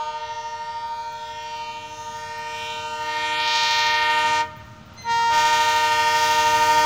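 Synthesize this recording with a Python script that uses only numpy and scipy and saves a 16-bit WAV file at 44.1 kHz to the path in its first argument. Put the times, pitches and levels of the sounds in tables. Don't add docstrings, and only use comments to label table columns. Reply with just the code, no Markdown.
import sys
import numpy as np
from scipy import signal
from scipy.fft import rfft, irfft, next_fast_len
from scipy.io import wavfile
from scipy.ndimage import uniform_filter1d

SR = 44100
rng = np.random.default_rng(int(sys.argv[2]) if len(sys.argv) > 2 else 0)


def output_pcm(signal):
    pcm = np.clip(np.atleast_2d(signal).T, -1, 1) * 32767
    wavfile.write(sys.argv[1], SR, np.round(pcm).astype(np.int16))


def decibels_to_gain(level_db):
    exponent = np.asarray(level_db, float) / 20
    return 10 ** exponent


N = 302083
TIME = np.arange(N) / SR
STEP = 64


def curves(table, s=TIME):
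    rows = np.array(table)
    return [np.interp(s, rows[:, 0], column) for column in rows.T[1:]]


def spectrum(table, hz):
    rows = np.array(table)
    return np.interp(np.log(np.maximum(hz, 1)), np.log(rows[:, 0]), rows[:, 1])


def colour(x, table):
    size = next_fast_len(N)
    gain = decibels_to_gain(spectrum(table, np.fft.rfftfreq(size, 1 / SR)))
    return irfft(rfft(x, size) * gain, size)[..., :N]


def band(x, hz, width):
    return signal.lfilter(*signal.iirpeak(hz, hz / width, SR), x)


def unit(x):
    return x / np.sqrt(np.mean(x ** 2))


def walk(rate, size, per_s=SR):
    k = max(int(per_s / rate), 1)
    return unit(uniform_filter1d(uniform_filter1d(rng.standard_normal(size), k), k))


# frequency in Hz, level in dB.
LOW_HORN = [(305, -49.5), (610, -34.5), (914, -27.5), (1219, -32.5), (1524, -38.5), (1828, -36),
            (2133, -41), (2438, -39), (3048, -37.5), (3962, -40.5), (5181, -44), (6704, -46.5),
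            (9142, -53.5), (14933, -64)]
HIGH_HORN = [(464, -39.5), (927, -20), (1391, -36), (1855, -33.5), (2318, -36.5), (2782, -38),
             (3246, -36.5), (4173, -38), (5100, -40.5), (6491, -44.5), (7882, -44), (9273, -59),
             (12055, -56.5), (14837, -49)]
AIR_HZ = [305, 460, 920, 1700, 4200, 10000]
# time in seconds, lag in ms, share of the straight path (0-1).
PATH = [(0, 0.15, 0), (1.3, 0.25, 0.34), (2.2, 0.33, 0.1), (2.65, .35, 0.19), (2.95, 0.059, 0.03),
        (3.3, .11, 0.78), (3.55, 0.062, 0.99), (3.85, 0.074, .95), (4.4, .13, 0.34), (5.2, 0.14, 0.19),
        (6.85, 0.099, 0)]


def horn(index, overtones, eddies):
    s = TIME[::STEP]
    air_db = air(index, s)
    mid_db, top_db = air_db[3], air_db[5]
    lag_ms, share = curves(PATH, s)
    pressure, turns = valve(index)
    pressure, pitch_hz = pressure[::STEP], BLASTS[index][0][2]
    turns = turns + .0022 * walk(350, N)
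    tone = np.zeros(N)
    for k in range(1, int(overtones[-1][0] / pitch_hz + 1.5)):
        f = k * pitch_hz
        place = np.interp(np.log(f), np.log(AIR_HZ), np.arange(len(AIR_HZ)))
        j = min(int(place), len(AIR_HZ) - 2)
        gain_db = air_db[j] + (place - j) * (air_db[j + 1] - air_db[j])
        gain_db = gain_db * max(f / 1e4, 1) ** 1.1
        scatter = scattering(f, k, gain_db, eddies)
        gain = decibels_to_gain(spectrum(overtones, f) + gain_db) * pressure ** (1.08 + f / 830.0)
        second_path = share * np.exp(-2j * np.pi * f * lag_ms / 1000)
        gain = gain * scatter * (1 + second_path)
        phase = 2 * np.pi * (k * turns % 1) - .4
        tone += np.interp(TIME, s, gain.real) * np.sin(phase)
        tone += np.interp(TIME, s, gain.imag) * np.cos(phase)
    return np.sqrt(2) * tone + breath(pressure, mid_db) + spit(index, turns, pressure, top_db)


# valve opens in seconds, valve shuts in seconds, steady pitch in Hz.
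BLASTS = [
    [(-0.49956, 4.405, 304.715), (5.2685, 7.5, 304.85)],
    [(-0.5, 4.41, 463.51), (5.02, 7.5, 463.56)],
]
HOLD = [0.96, 0.87]
ATTACK_S = [0.087, 0.103]
RELEASE_S = [0.072, 0.09]
LINGER = [0.29, 0.03]
EMPTY_S = [0.87, 0.11]
START_SHARP_HZ = [.05, .6]
WEAK_SHARP_HZ, SETTLE_S = 5., .7


def valve(index):
    pressure, turns = np.zeros(N), np.zeros(N)
    for opens, shuts, hz in BLASTS[index]:
        age, after = np.maximum(TIME - opens, 0), np.maximum(TIME - shuts, 0)
        left = np.clip(LINGER[index], 0, 1)
        rise = np.sin(np.pi / 2 * np.minimum(age / ATTACK_S[index], 1))
        emptying = np.clip(1 - (after / EMPTY_S[index]) ** 4, 0, 1)
        share = rise * emptying * (left + (1 - left) * np.exp(-after / RELEASE_S[index]))
        sharp_hz = WEAK_SHARP_HZ * (1 - share) + START_SHARP_HZ[index] * np.exp(-age / SETTLE_S)
        pressure = np.where(age > 0, HOLD[index] * share, pressure)
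        turns = np.where(age > 0, hz * age + np.cumsum(sharp_hz * (age > 0)) / SR, turns)
    return np.clip(pressure, 1e-4, 1), turns


def breath(pressure, mid_db):
    flutter = decibels_to_gain(2.5 * walk(25, N))
    rush = unit(band(band(rng.standard_normal(N), 870.0, 330.0), 1400.0, 510.0))
    return rush * flutter * np.interp(TIME, TIME[::STEP], pressure * decibels_to_gain(mid_db - 53.5))


def spit(index, turns, pressure, top_db):
    s = TIME[::STEP]
    hiss = unit(band(rng.standard_normal(N), 3600.0, 7000.)) * np.exp(-(turns % 1) / 1.2)
    lag_ms, share = curves(PATH)
    hiss = hiss + share * np.interp(TIME - lag_ms / 1000, TIME, hiss)
    level_db = top_db + 3 * walk(5, len(s), SR / STEP) - (42 + 2 * index)
    return hiss * np.interp(TIME, s, pressure ** 2 * decibels_to_gain(level_db))


def scattering(f, k, gain_db, eddies):
    depth = .26 * min(max(f / 1500. - .35, 0), 1.3) * np.clip(.5 - gain_db / 8, .4, 3)
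    scatter = 1 + depth * (eddies[int(f / 450)] + .5 * eddies[-k])
    return scatter / np.sqrt(1 + 2.5 * depth ** 2)


# time in seconds, level in dB.
GROUND = [(0, -34.5), (1.2, -23), (1.9, -6.5), (2.2, -18.5), (3.3, -1.5), (3.7, -14), (3.95, -5), (4.3, 2),
          (6.05, 0.5), (6.85, 10)]
# time in seconds, low horn in dB, high horn in dB.
STRONG_TONE = [(0, -2, -16.5), (.3, -10, -11), (.8, -15.5, -10.5), (1.2, -13.5, -9.5), (1.6, -15.5, -11),
               (2, -16, -16), (2.4, -17.5, -10), (3, -13, -10), (3.7, -16, -9.5), (4.2, -9, -5),
               (4.4, -8, -3), (5.4, -4, 1), (6.1, -6, -1.5), (6.85, 0.5, 3.5)]
# time in seconds, level near 460 Hz in dB, level near 1.7 kHz in dB, level near 4 kHz in dB.
BAND_LEVELS = [(0, -9, -16.5, -18), (.25, -7.5, -15.5, -13.5), (.9, -15.5, -13.5, -22),
               (1.4, -11.5, -14.5, -14), (1.8, -12.5, -15.5, -21), (2.6, -4.5, -7.5, -13), (3, -4, -5, -15),
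               (3.25, -7, -4, 0.5), (3.7, -10, -4, 2), (4.15, -3, 2, 0), (5.4, 0, 3.5, -0.5),
               (6.85, 7, 3, -6)]
TOP_DB, TOP_DB_PER_S, NEAR_S, WAVER_DB = 2, 4, 6, 1


def air(index, s):
    low, mid, treble = curves(BAND_LEVELS, s)
    top = TOP_DB + TOP_DB_PER_S * (s - NEAR_S) + WAVER_DB * walk(6, len(s), SR / STEP)
    return np.array([*curves(GROUND, s), low, curves(STRONG_TONE, s)[index], mid, treble, top])


def steepen(x):
    return np.interp(TIME + 9e-5 * x, TIME, x)


# time in seconds, frequency in Hz, mean level in dB.
SQUEAL = [(4.955, 2010, -85), (4.98, 2060, -57), (5.03, 2060, -53), (5.09, 2035, -51), (5.2, 2020, -53),
          (5.3, 1995, -55), (5.34, 1985, -85)]
SQUEAL_OVERTONES_DB = [0, 3, 0, -15, -13, -21]
# time in seconds, frequency in Hz, mean level in dB.
MOAN = [(5.1, 1373, -61.5), (5.15, 1356, -60), (5.24, 1273, -37), (5.29, 1350, -85)]


def squeal(table, overtones_db):
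    hz, db = curves(table)
    turns = np.cumsum(hz * (1 + .005 * walk(150, N))) / SR
    db = db + 2 * walk(40, N)
    fade_db = -18. * np.maximum(TIME - table[1][0], 0)
    whistle = 0
    for k, overtone_db in enumerate(overtones_db):
        whistle = whistle + decibels_to_gain(overtone_db + k * fade_db) * np.sin(2 * np.pi * (k + 1) * turns)
    return np.sqrt(2) * decibels_to_gain(db) * whistle


# lag in seconds (at 4.5 s), mean level in dB, pitch drop in percent.
ECHOES = [(.13, -33, 0.31), (0.202, -33, 0.57), (0.272, -31, 0.32), (0.339, -31, 0.37), (.43, -34, .5),
          (0.539, -36, 0.69)]


def trees(x):
    dull = signal.lfilter(*signal.butter(1, [600., 2200.], "bandpass", fs=SR), x)
    echoes = 0
    for lag_s, db, drop_percent in ECHOES:
        when = TIME - lag_s - drop_percent / 100 * (TIME - 4.5) + 1.1e-4 * walk(25, N)
        fade_in = np.clip(when / .1, 0, 1)
        echoes = echoes + decibels_to_gain(db + 4 * walk(12, N)) * fade_in * np.interp(when, TIME, dull)
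    age = TIME[:SR]
    leaves = rng.standard_normal(SR) * np.clip(age / 0.049, 0, 1) * 10 ** (-3 * age / 1.3)
    tail = signal.fftconvolve(dull, leaves / np.linalg.norm(leaves))[:N]
    return echoes + decibels_to_gain(-29) * tail


# time in seconds, throb level in dB before a fixed 5 dB lift, roar level in dB.
ENGINE = [(0, -59.5, -52.5), (1, -56.5, -56.5), (2, -53.5, -55.5), (3, -53.5, -53), (4, -52.5, -47.5),
          (4.7, -46, -53), (5.3, -48.5, -44.5), (6, -48.5, -49.5), (6.85, -44, -44)]
# frequency in Hz, width in Hz of the first of two filters, gain in dB.
EXHAUST = [(73.7, 7.5, -2), (96, 15.7, 0.5), (106.7, 56, 0.5), (135, 77, -10.5), (215, 12.6, -0.5)]
# frequency in Hz, relative level in dB.
ROAR = [(20, -14), (45, -10), (70, 1.5), (160, -22), (300, -16), (700, -15.5), (1500, -22), (3500, -25),
        (6500, -36.5), (8000, -35.5), (15500, -56)]
FIRING_HZ = 37.2


def engine():
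    throb_db, roar_db = curves(ENGINE)
    count = int(N / SR * 40)
    chance = rng.standard_normal((count, 2))
    at = (np.arange(count) + 0.017 * chance[:, 0]) / FIRING_HZ * SR
    keep = (at >= 0) & (at < N)
    strength_db = 2. * chance[:, 1] - 1.5 * (np.arange(count) % 2)
    pulses = np.zeros(N)
    pulses[at[keep].astype(int)] = decibels_to_gain(strength_db)[keep]
    puffs = unit(pulses) + 1.45 * rng.standard_normal(N)
    throb = 0
    for hz, width, db in EXHAUST:
        throb = throb + decibels_to_gain(db) * band(band(puffs, hz, width), hz, 1.1 * width)
    roar = colour(rng.standard_normal(N), ROAR) * decibels_to_gain(0.77 * walk(12, N))
    return decibels_to_gain(throb_db + 5.0) * unit(throb) + decibels_to_gain(roar_db) * unit(roar)


# start in seconds, level in dB before the rasp's envelope.
INSECT = [(0.8704, -66), (1.1189, -61), (1.273, -67), (1.4227, -62), (1.5549, -61), (1.721, -65),
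          (1.8851, -66), (1.9989, -65), (2.1655, -58), (2.372, -55.5), (2.699, -69), (2.923, -73),
          (3.8766, -57), (4.559, -53), (4.6503, -61), (4.8545, -59), (4.9322, -60), (5.0135, -56)]


def insects():
    shape = 0
    for start_s, db in INSECT:
        after = np.maximum(TIME - start_s, 0)
        envelope = np.exp(-after / 0.014) * np.minimum(after / .008, 1)
        shape = shape + decibels_to_gain(db) * (TIME > start_s) * envelope
    clicks = rng.standard_normal(N) * decibels_to_gain(4. * walk(500, N))
    upper = unit(band(band(clicks, 15050., 900.), 15050., 1200.))
    lower = unit(band(band(clicks, 11400., 500.), 11400., 700.))
    return shape * (upper + 0.44 * lower)


def scene():
    size = len(TIME[::STEP])
    eddies = np.array([walk(4, size, SR / STEP) + 1j * walk(4, size, SR / STEP) for _ in range(90)])
    horns = steepen(horn(0, LOW_HORN, eddies) + horn(1, HIGH_HORN, eddies))
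    horns = horns + squeal(SQUEAL, SQUEAL_OVERTONES_DB) + squeal(MOAN, [0])
    return (horns + trees(horns) + engine() + insects())[None]


def top_cut(x):
    return signal.sosfilt(signal.butter(12, 15670, fs=SR, output="sos"), x)


# frequency in Hz, gain in dB.
MICROPHONE = [(100, -3.5), (6500, 6), (8000, -5.5), (13800, -5), (14700, 7), (15500, 5)]


def record(dry):
    bent = dry + 0.34 * dry ** 2 - 0.81 * dry ** 3
    mix = colour(bent - bent.mean(), MICROPHONE)
    return top_cut(mix)


dry = scene()
out = record(dry)
output_pcm(out)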